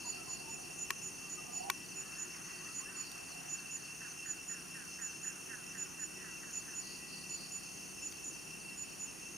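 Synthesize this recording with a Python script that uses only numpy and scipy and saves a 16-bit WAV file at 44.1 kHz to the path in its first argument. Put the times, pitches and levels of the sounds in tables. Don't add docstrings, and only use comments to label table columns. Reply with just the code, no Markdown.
import sys
import numpy as np
from scipy import signal
from scipy.fft import rfft, irfft, next_fast_len
from scipy.io import wavfile

SR = 44100
rng = np.random.default_rng(int(sys.argv[2]) if len(sys.argv) > 2 else 0)


def elevation(decibels):
    levels = np.asarray(decibels, float)
    return 10 ** (levels / 20)


def unload_wav(signal):
    wavfile.write(
        sys.argv[1],
        SR,
        np.round(np.clip(np.atleast_2d(signal).T, -1, 1) * 32767).astype(np.int16),
    )


N = 413196


def near_cricket():
    # start_s, level_db (added to the shape)
    chirps = [(.055, -39.5), (.2884, -40.5), (.4954, -44), (.785, -41), (1.0246, -42.5), (1.294, -42),
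              (1.5297, -41), (1.957, -42), (2.1834, -40), (2.7474, -40.5), (2.9637, -41), (3.492, -40),
              (3.709, -41), (4.264, -39.5), (4.478, -40.5), (5.015, -39.5), (5.2315, -40), (5.781, -39.5),
              (5.9938, -40), (6.532, -39.5), (6.7491, -41), (7.2983, -40.5), (7.517, -40.5), (8.023, -40.5),
              (8.24, -42), (8.776, -41.5), (8.9964, -40)]
    # after_start_s, pitch_hz, level_db
    chirp_shape = [(-.006, 6955, -22), (.002, 6955, -3), (.025, 6952, -1), (.04, 6950, 1), (.05, 6948, 4),
                   (.055, 6930, -4), (.064, 6880, -5), (.07, 6800, -10), (.078, 6720, -26)]
    song = sing(chirps, chirp_shape, np.sin, spread=0.0018, lr_db=-4)
    return song * elevation(2.0 * drift(99))


def pulsing_cricket():
    # first_s, end_s, rate_hz
    pulse_runs = [(.0097, 3.86, 35.62), (3.9245, 8.57, 35.55), (8.8988, 9.02, 35.0), (9.2333, 9.36, 35.0)]
    # from_centre_s, pitch_hz, level_db
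    stroke_shape = [(-.0075, 5560, -20), (-.0058, 5650, 0), (-.004, 5800, 4), (-.002, 5880, 7),
                    (.002, 5905, 7), (.005, 5910, -1), (.009, 5910, -18)]
    stroke_db = -58.5
    strokes = []
    for first, end, rate_hz in pulse_runs:
        strokes += [(s, stroke_db) for s in np.arange(first, end, 1 / rate_hz)]

    def wing(phase):
        return np.sin(phase) + 0.19 * np.sin(2 * phase)

    return sing(strokes, stroke_shape, wing, spread=0.0015, lr_db=5.5) * elevation(1.0 * drift(18))


def peeping_cricket():
    # start_s, level_db (added to the shape)
    peeps = [(.3172, -44), (.599, -40), (.7856, -42), (.9682, -41), (1.1333, -40), (1.725, -41),
             (1.8907, -40), (2.439, -40), (2.6374, -39), (3.2914, -40), (3.4745, -42), (4.091, -38),
             (4.2901, -41), (4.9, -40), (5.0894, -38), (5.693, -40), (5.905, -40), (6.5306, -41),
             (6.6894, -38), (7.2684, -45), (8.3404, -42), (8.5934, -43)]
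    # after_start_s, pitch_hz, level_db
    peep_shape = [(-.012, 6300, -17), (0, 6130, -12), (0.014, 6050, -10), (.03, 6040, -12),
                  (.042, 6050, -20)]
    return sing(peeps, peep_shape, np.sin, spread=0.0018, lr_db=-.6)


def trills():
    # pitch_hz, relative_level_db
    tones = [(6328, 0), (6268, -3)]
    first_s, every_s, length_s = -.67, 1.382, .76
    beat_hz, level_db = 37.7, -57.5
    t = np.arange(N) / SR
    since = (t - first_s) % every_s
    gate = elevation(level_db) * np.clip(np.minimum(since, length_s - since) / 0.021, 0, 1)
    throb = 1 + 0.08 * np.cos(2 * np.pi * beat_hz * t - 1.4) + 0.28 * np.cos(4 * np.pi * beat_hz * t)
    wings = 0
    for hz, tone_db in tones:
        phase = 2 * np.pi * np.cumsum(hz + 9 * drift(13.7)) / SR
        wings = wings + elevation(tone_db + 2.6 * drift(26)) * np.sin(phase)
    return pan(wings * throb * gate, .4)


def cackle():
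    # start_s, level_db (added to the shape, before the throat)
    notes = [(3.5582, -52), (3.7684, -52), (4.012, -48.5), (4.2542, -48.5), (4.5026, -47), (4.7504, -46.5),
             (4.9924, -48), (5.246, -47), (5.4975, -45), (5.7464, -48), (5.9924, -49), (6.2057, -48.5),
             (6.4334, -50.5), (6.664, -51.5)]
    # after_start_s, voice_hz, level_db
    note_shape = [(-.008, 224.8, -16.5), (0, 234.2, -11.5), (.04, 216.3, -12), (.09, 195, -19.5),
                  (.13, 178, -22), (0.161, 167, -24)]
    # multiple_of_voice, relative_level_db
    overtones = [(6, -7), (7, -1.5), (8, 2.5), (9, -3), (10, -11)]

    def voice(phase):
        return sum(elevation(db) * np.sin(round(k) * phase + k * k) for k, db in overtones)

    throat = signal.butter(3, [1330, 1950], "band", fs=SR, output="sos")
    calls = sing(notes, note_shape, voice, spread=.02, lr_db=-11.5)
    return signal.sosfilt(throat, calls * (1 + 0.6 * drift(110)))


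def clucks():
    # start_s, length_s, start_hz, end_hz, level_db
    notes = [(.045, 0.049, 985, 917, -55), (.17, 0.1, 1340, 1264, -61.5), (.27, 0.042, 1040, 1040, -57.5),
             (.44, 0.087, 889, 920, -58), (1.19, 0.13, 1240, 1113, -66), (1.37, 0.041, 1237, 1200, -58),
             (1.45, 0.12, 1210, 1175, -64.5), (1.62, .056, 917, 1010, -59), (1.64, 0.078, 795, 800, -53.5),
             (1.99, 0.31, 1730, 1760, -66), (2.05, 0.1, 1280, 1480, -64), (2.33, 0.038, 2280, 1870, -61),
             (2.6, 0.06, 1074, 1270, -63), (2.655, .03, 1730, 1940, -59), (2.68, 0.071, 1290, 1360, -62),
             (2.8, .053, 1010, 1360, -62), (2.85, .054, 1640, 1920, -59), (2.89, .078, 1575, 1500, -64.5)]
    bend, rough = 1.8, .42
    out = np.zeros((2, N))
    for s, length_s, start_hz, end_hz, level_db in notes:
        u = np.linspace(0, 1, int(length_s * SR))
        phase = 2 * np.pi * np.cumsum(start_hz + (end_hz - start_hz) * u ** bend) / SR
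        swell = np.sqrt(2 * np.sin(np.pi * u))
        add(out, pan(np.sin(phase) * swell * elevation(level_db), -1.3), s)
    return out * (1 + rough * drift(100))


def chatter():
    # start_s, end_s, start_level_db, end_level_db
    spells = [(1.9, 3.7, -60.5, -62), (3.6, 6.9, -65, -66)]
    return band(pair(0.43), 1006, 1980) * runs(spells, ramp_s=0.089) * elevation(2.3 * drift(12))


def dove():
    # start_s, level_db (added to the shape)
    coos = [(0.149, -60), (0.449, -60), (0.759, -63), (1.039, -58), (1.329, -57), (1.639, -64),
            (1.949, -56), (2.25, -62), (2.563, -58), (2.894, -58.5), (5.469, -60), (5.787, -56),
            (6.168, -58.5)]
    # after_start_s, pitch_hz, level_db
    coo_shape = [(-.02, 362, -12), (.01, 366, -1), (.06, 369, -1), (.1, 372, -13)]
    return sing(coos, coo_shape, np.sin, spread=0.019, lr_db=.3)


def woodland(x):
    out = np.zeros((2, N))
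    for k, lag_s in enumerate(rng.uniform(0.0035, 0.18, 8)):
        one_side = [[k % 2], [1 - k % 2]]
        add(out, x[::-1] * elevation(-250 * lag_s) * one_side, lag_s)
    return out


def rasping():
    # centre_s, peak_db (added to the steady crowd)
    bursts = [(.1, -53.5), (.34, -57.5), (1.3, -73), (2.68, -67), (3.04, -58), (6.55, -71), (6.9, -55.5),
              (7.16, -55.5), (7.39, -53), (7.7, -66)]
    # first_stroke_s, level_db (of the middle stroke, plus shape)
    triples = [(1.546, -52), (1.846, -51), (2.064, -53), (2.282, -57), (2.499, -54), (2.716, -56),
               (2.978, -66), (3.238, -53), (3.501, -56), (3.765, -55), (4.028, -57), (4.282, -58),
               (7.554, -54), (7.816, -55), (8.079, -54), (8.342, -57), (8.605, -54)]
    # after_start_s, pitch_hz, level_db
    slide_shape = [(-.008, 4860, -18), (-.003, 4780, -5), (.008, 4520, -4), (.02, 4230, -8),
                   (.024, 4150, -20)]
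    high_hz, low_hz, lead_share = 4850, 4200, .2
    burst_s, crowd_db = .22, -66
    stroke_every_s, stroke_grows_db = .0397, 2

    cycle = np.cumsum(25 + 1.5 * drift(1.5)) / SR % 1
    stroke = np.minimum(cycle / .45, 1)
    phase = 2 * np.pi * np.cumsum(high_hz + (low_hz - high_hz) * stroke) / SR
    slide = np.sin(phase) * np.sqrt(np.sin(np.pi * stroke) + 1e-9)
    lead = rms_one(slide * (stroke < 1))
    crowd = band(pair(.45), 4250, 4800)
    blend = lead * np.sqrt(lead_share) + crowd * np.sqrt(1 - lead_share)

    t = np.arange(N) / SR
    swell = sum(elevation(db) * np.cos(np.pi * np.clip((t - s) / burst_s, -.5, .5)) for s, db in bursts)
    strokes = [(s + k * stroke_every_s, db + (k - 1) * stroke_grows_db) for s, db in triples for k in range(3)]
    clear = sing(strokes, slide_shape, np.sin, spread=0.0084, lr_db=1.2) * elevation(1.9 * drift(70))
    return blend * (elevation(crowd_db + 2.2 * drift(6.8)) + swell) + clear


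def far_throb():
    # time_s, lead_beats
    throb_lead = [(.25, 0.2), (1.25, 0.2), (2.25, -0.023), (2.75, 0.09), (3.25, 0.21), (4.25, 0.49),
                  (5.75, 0.28), (6.25, 0.52), (7.25, 0.15), (8.75, 0.31)]
    beats = 5.6 * np.arange(N) / SR + in_time(throb_lead)[0]
    return 5.5 * (np.interp(beats % 1, [0, .2, .3, .5, 1], [1, 1, 1, 0.24, 1]) - .7)


def whine(throb_db):
    # centre_hz, width_hz, relative_level_db
    modes = [(2705, 85, 0), (2535, 80, -12), (2830, 260, -10)]
    level_db, fade_db_per_s = -53.5, 0.18
    lead = np.sin(2 * np.pi * np.cumsum(2708 + 30 * drift(12)) / SR) * elevation(2 * drift(45))
    singers = rms_one(rms_one(resonate(pair(.7), modes)) + .6 * lead)
    return singers * elevation(level_db - fade_db_per_s * np.arange(N) / SR + throb_db + 0.39 * drift(1.3))


def chorus(throb_db):
    # low_hz, high_hz, level_db, flicker_db
    bands = [(5230, 5560, -61, .9), (5600, 6000, -65, .7), (6000, 6300, -65, 1.3), (6450, 6780, -61.5, .9),
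             (6780, 7080, -65, 1.1)]
    voices = []
    for low_hz, high_hz, level_db, flicker_db in bands:
        voices.append(band(pair(0.99), low_hz, high_hz) * elevation(level_db + flicker_db * drift(4.3)))
    voices[0] *= elevation(1.27 * throb_db)
    return sum(voices)


def sizzle():
    # time_s, centre_hz
    centre = [(0, 9440), (1.3, 9350), (4.31, 9200), (4.7, 9700), (5.11, 8980), (5.58, 9600), (5.87, 9400),
              (9.37, 9320)]
    centre_hz, = in_time(centre)
    high = np.clip((centre_hz - 8800) / 1200, 0, 1)
    low_voices = band(pair(1.0), 8380, 9910) * np.sqrt(1 - high)
    high_voices = band(pair(0.72), 8700, 10360) * np.sqrt(high)
    return (low_voices + high_voices) * elevation(-57 + 0.66 * drift(3.1))


def motor():
    # start_s, end_s, start_level_db, end_level_db
    hum_runs = [(-.1, .9, -64.5, -68), (1.35, 1.71, -70, -48), (3.1, 3.52, -66, -63)]
    # start_s, end_s, start_level_db, end_level_db
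    tone_runs = [(-.1, .9, -83, -81), (2.2, 3.1, -71, -77), (6.1, 7.35, -69, -74)]
    hum_idle_db, tone_idle_db, ramp_s = -70.5, -73, 0.021
    hum = pan(resonate(pair(-0.95), [(737.7, 67, 2.0), (800, 146, -2)]), -6.0)
    tone = resonate(pair(0.56), [(1944, 9.8, 0)])
    return hum * (elevation(hum_idle_db) + runs(hum_runs, ramp_s)) + tone * (elevation(tone_idle_db) + runs(tone_runs, ramp_s))


def housing_clicks():
    # start_s, level_db (rms of about the first 5 ms), low_cut_hz, left_minus_right_db
    clicks = [(0.905, -28.5, 640, 1.5), (1.6996, -26, 684, 2.5), (3.116, -47, 3940, -4),
              (3.729, -55.5, 500, -6.0), (8.123, -47.5, 3500, 1)]
    # pitch_hz, relative_level_db, t60_s
    modes = [(378, -1, 0.057), (1110, -5.5, 0.05), (1450, 3.5, 0.018), (1870, 5.5, 0.056), (2350, 7, 0.019),
             (3500, -40, 0.036)]
    out, t = np.zeros((2, N)), np.arange(int(0.037 * SR)) / SR
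    for s, level_db, cut_hz, lr_db in clicks:
        turns = rng.uniform(-0.58, 0.66, (len(modes), 2, 1))
        ring = 0
        for (hz, db, t60_s), turn in zip(modes, turns):
            ring = ring + elevation(db - 60 * t / t60_s) * np.sin(2 * np.pi * hz * t + turn)
        ring = ring + .8 * np.pad(ring, ((0, 0), (82, 0)))[:, :len(t)]
        mid, side = rng.standard_normal((2, len(t))) * t ** 1.5 * np.exp(-t / .0009)
        crackle = signal.lfilter([1], [1, -.45], mid + 0.7 * side * [[1], [-1]])
        click = rms_one(ring) + elevation(0.5) * rms_one(crackle)
        click = signal.sosfilt(signal.butter(2, cut_hz, "high", fs=SR, output="sos"), click)
        click = click / np.sqrt(np.mean(click[:, :200] ** 2))
        add(out, pan(click * elevation(level_db), lr_db), s)
    return out


def engine():
    # time_s, firing_rate_hz
    speed = [(0.0, 29.67), (1.12, 30.7), (2.97, 30.51), (4.15, 29.47), (6.65, 31.63), (9.26, 33.33),
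             (9.37, 32.6)]
    # multiple_of_rate, level_db
    orders = [(4, -77), (5, -65.5), (6, -65), (7, -75), (8, -74), (9, -72), (10, -76), (11, -72), (12, -75)]
    phase = 2 * np.pi * np.cumsum(in_time(speed)[0] * (1 + 0.0044 * drift(3.16))) / SR
    drone = sum(elevation(db + 1.9 * drift(2.1)) * np.sin(round(k) * phase + k * k) for k, db in orders)
    return pan(drone, -.6)


def air():
    # frequency_hz, relative_level_db (per Hz)
    spectrum = [(15, -46), (25, -17.5), (54, -9.5), (101, -8.5), (134, -5.5), (151, -4.5), (197, -4.5),
                (225, -5), (349, -3.5), (562, -15), (1040, -13), (1580, -14.5), (1950, -15.5), (2400, -31),
                (3120, -35), (5280, -120)]
    # frequency_hz, side_minus_mid_db
    side_tilt = [(60, -1.5), (150, -2.5), (400, -4), (1000, -1), (2200, -6.5)]
    # time_s, level_db
    loudness = [(0, -57), (4.1, -60), (6, -58.5), (9.37, -58)]
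    hz, level_db = np.transpose(spectrum)
    side_db = np.interp(hz, *np.transpose(side_tilt))
    mid, side = rng.standard_normal((2, N))
    side = coloured(side, np.transpose([hz, level_db + side_db]))
    rumble = coloured(mid, spectrum) + 0.87 * side * [[1], [-1]]
    return rumble * elevation(in_time(loudness)[0])


def hiss():
    # frequency_hz, relative_level_db (per Hz)
    spectrum = [(1500, -14.5), (2300, -1), (3100, 0), (3500, -8.5), (3950, -7.5), (5000, -6.5), (7400, -3),
                (8000, -5.5), (11000, -7), (13000, -11), (15500, 0)]
    return coloured(pair(0.42), spectrum) * elevation(-54)


def sing(events, shape, voice, spread, lr_db):
    s, hz, level_db = np.transpose(shape)
    t, out = np.arange(s[0], s[-1], 1 / SR), np.zeros((2, N))
    pitch_hz, shape_db = np.interp(t, s, hz), np.interp(t, s, level_db)
    for (start, event_db), (tune, turn) in zip(events, rng.standard_normal((len(events), 2))):
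        phase = 2 * np.pi * np.cumsum(pitch_hz) * (1 + spread * tune) / SR + 9 * turn
        add(out, pan(voice(phase) * elevation(shape_db + event_db), lr_db), start + s[0])
    return out


def runs(rows, ramp_s):
    t = np.arange(N) / SR
    gain = 0
    for start, end, start_db, end_db in rows:
        fade = np.clip(np.minimum(t - start, end - t) / ramp_s, 0, 1)
        gain = gain + elevation(np.interp(t, [start, end], [start_db, end_db])) * fade
    return gain


def rms_one(x):
    return x / np.sqrt(np.mean(x ** 2) + 1e-20)


def in_time(rows):
    s, *columns = np.transpose(rows)
    return [np.interp(np.arange(N) / SR, s, c) for c in columns]


def drift(rate_hz):
    r = np.exp(-80 * np.pi * rate_hz / SR)
    noise = rng.standard_normal(N // 40 + 2002)
    slow = signal.lfilter([1], [1, -2 * r, r * r], noise)[2000:]
    return np.interp(np.arange(N) / 40, np.arange(len(slow)), rms_one(slow - slow.mean()))


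def pair(alike):
    mid, side = rng.standard_normal((2, N))
    alike = np.clip(alike, -1, 1)
    return np.sqrt(1 + alike) * mid + np.sqrt(1 - alike) * side * [[1], [-1]]


def pan(x, lr_db):
    return x * elevation(np.array([[lr_db / 2], [-lr_db / 2]]))


def resonate(x, modes):
    out = 0
    for hz, width_hz, level_db in modes:
        r = np.exp(-np.pi * width_hz / SR)
        section = [(1 - r * r) / 2, 0, (r * r - 1) / 2, 1, -2 * r * np.cos(2 * np.pi * hz / SR), r * r]
        out = out + elevation(level_db) * rms_one(signal.sosfilt([section, section], x))
    return out


def band(x, low_hz, high_hz):
    return rms_one(signal.sosfilt(signal.butter(3, [low_hz, high_hz], "band", fs=SR, output="sos"), x))


def coloured(x, spectrum):
    size = next_fast_len(N)
    hz, level_db = np.transpose(spectrum)
    bin_hz = np.arange(size // 2 + 1) * SR / size
    gain = elevation(np.interp(np.log(bin_hz + 1), np.log(hz), level_db))
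    return rms_one(irfft(rfft(x, size) * gain, size)[..., :N])


def add(out, sound, s):
    i = max(round(s * SR), 0)
    out[:, i:i + sound.shape[1]] += sound[:, :N - i]


def scene():
    near = near_cricket() + pulsing_cricket() + peeping_cricket()
    near = near + cackle() + clucks() + chatter() + dove()
    throb_db = far_throb()
    far_insects = rasping() + whine(throb_db) + chorus(throb_db) + sizzle()
    camera = motor() + housing_clicks()
    return near + elevation(-18.0) * woodland(near) + trills() + far_insects + camera + air() + engine() + hiss()


def top_cut(x):
    return signal.sosfilt(signal.butter(12, 16460, fs=SR, output="sos"), x)


def record(dry):
    cut = signal.sosfilt(signal.cheby2(12, 60, 15750, fs=SR, output="sos"), dry)
    return top_cut(cut)


dry = scene()
out = record(dry)
unload_wav(out)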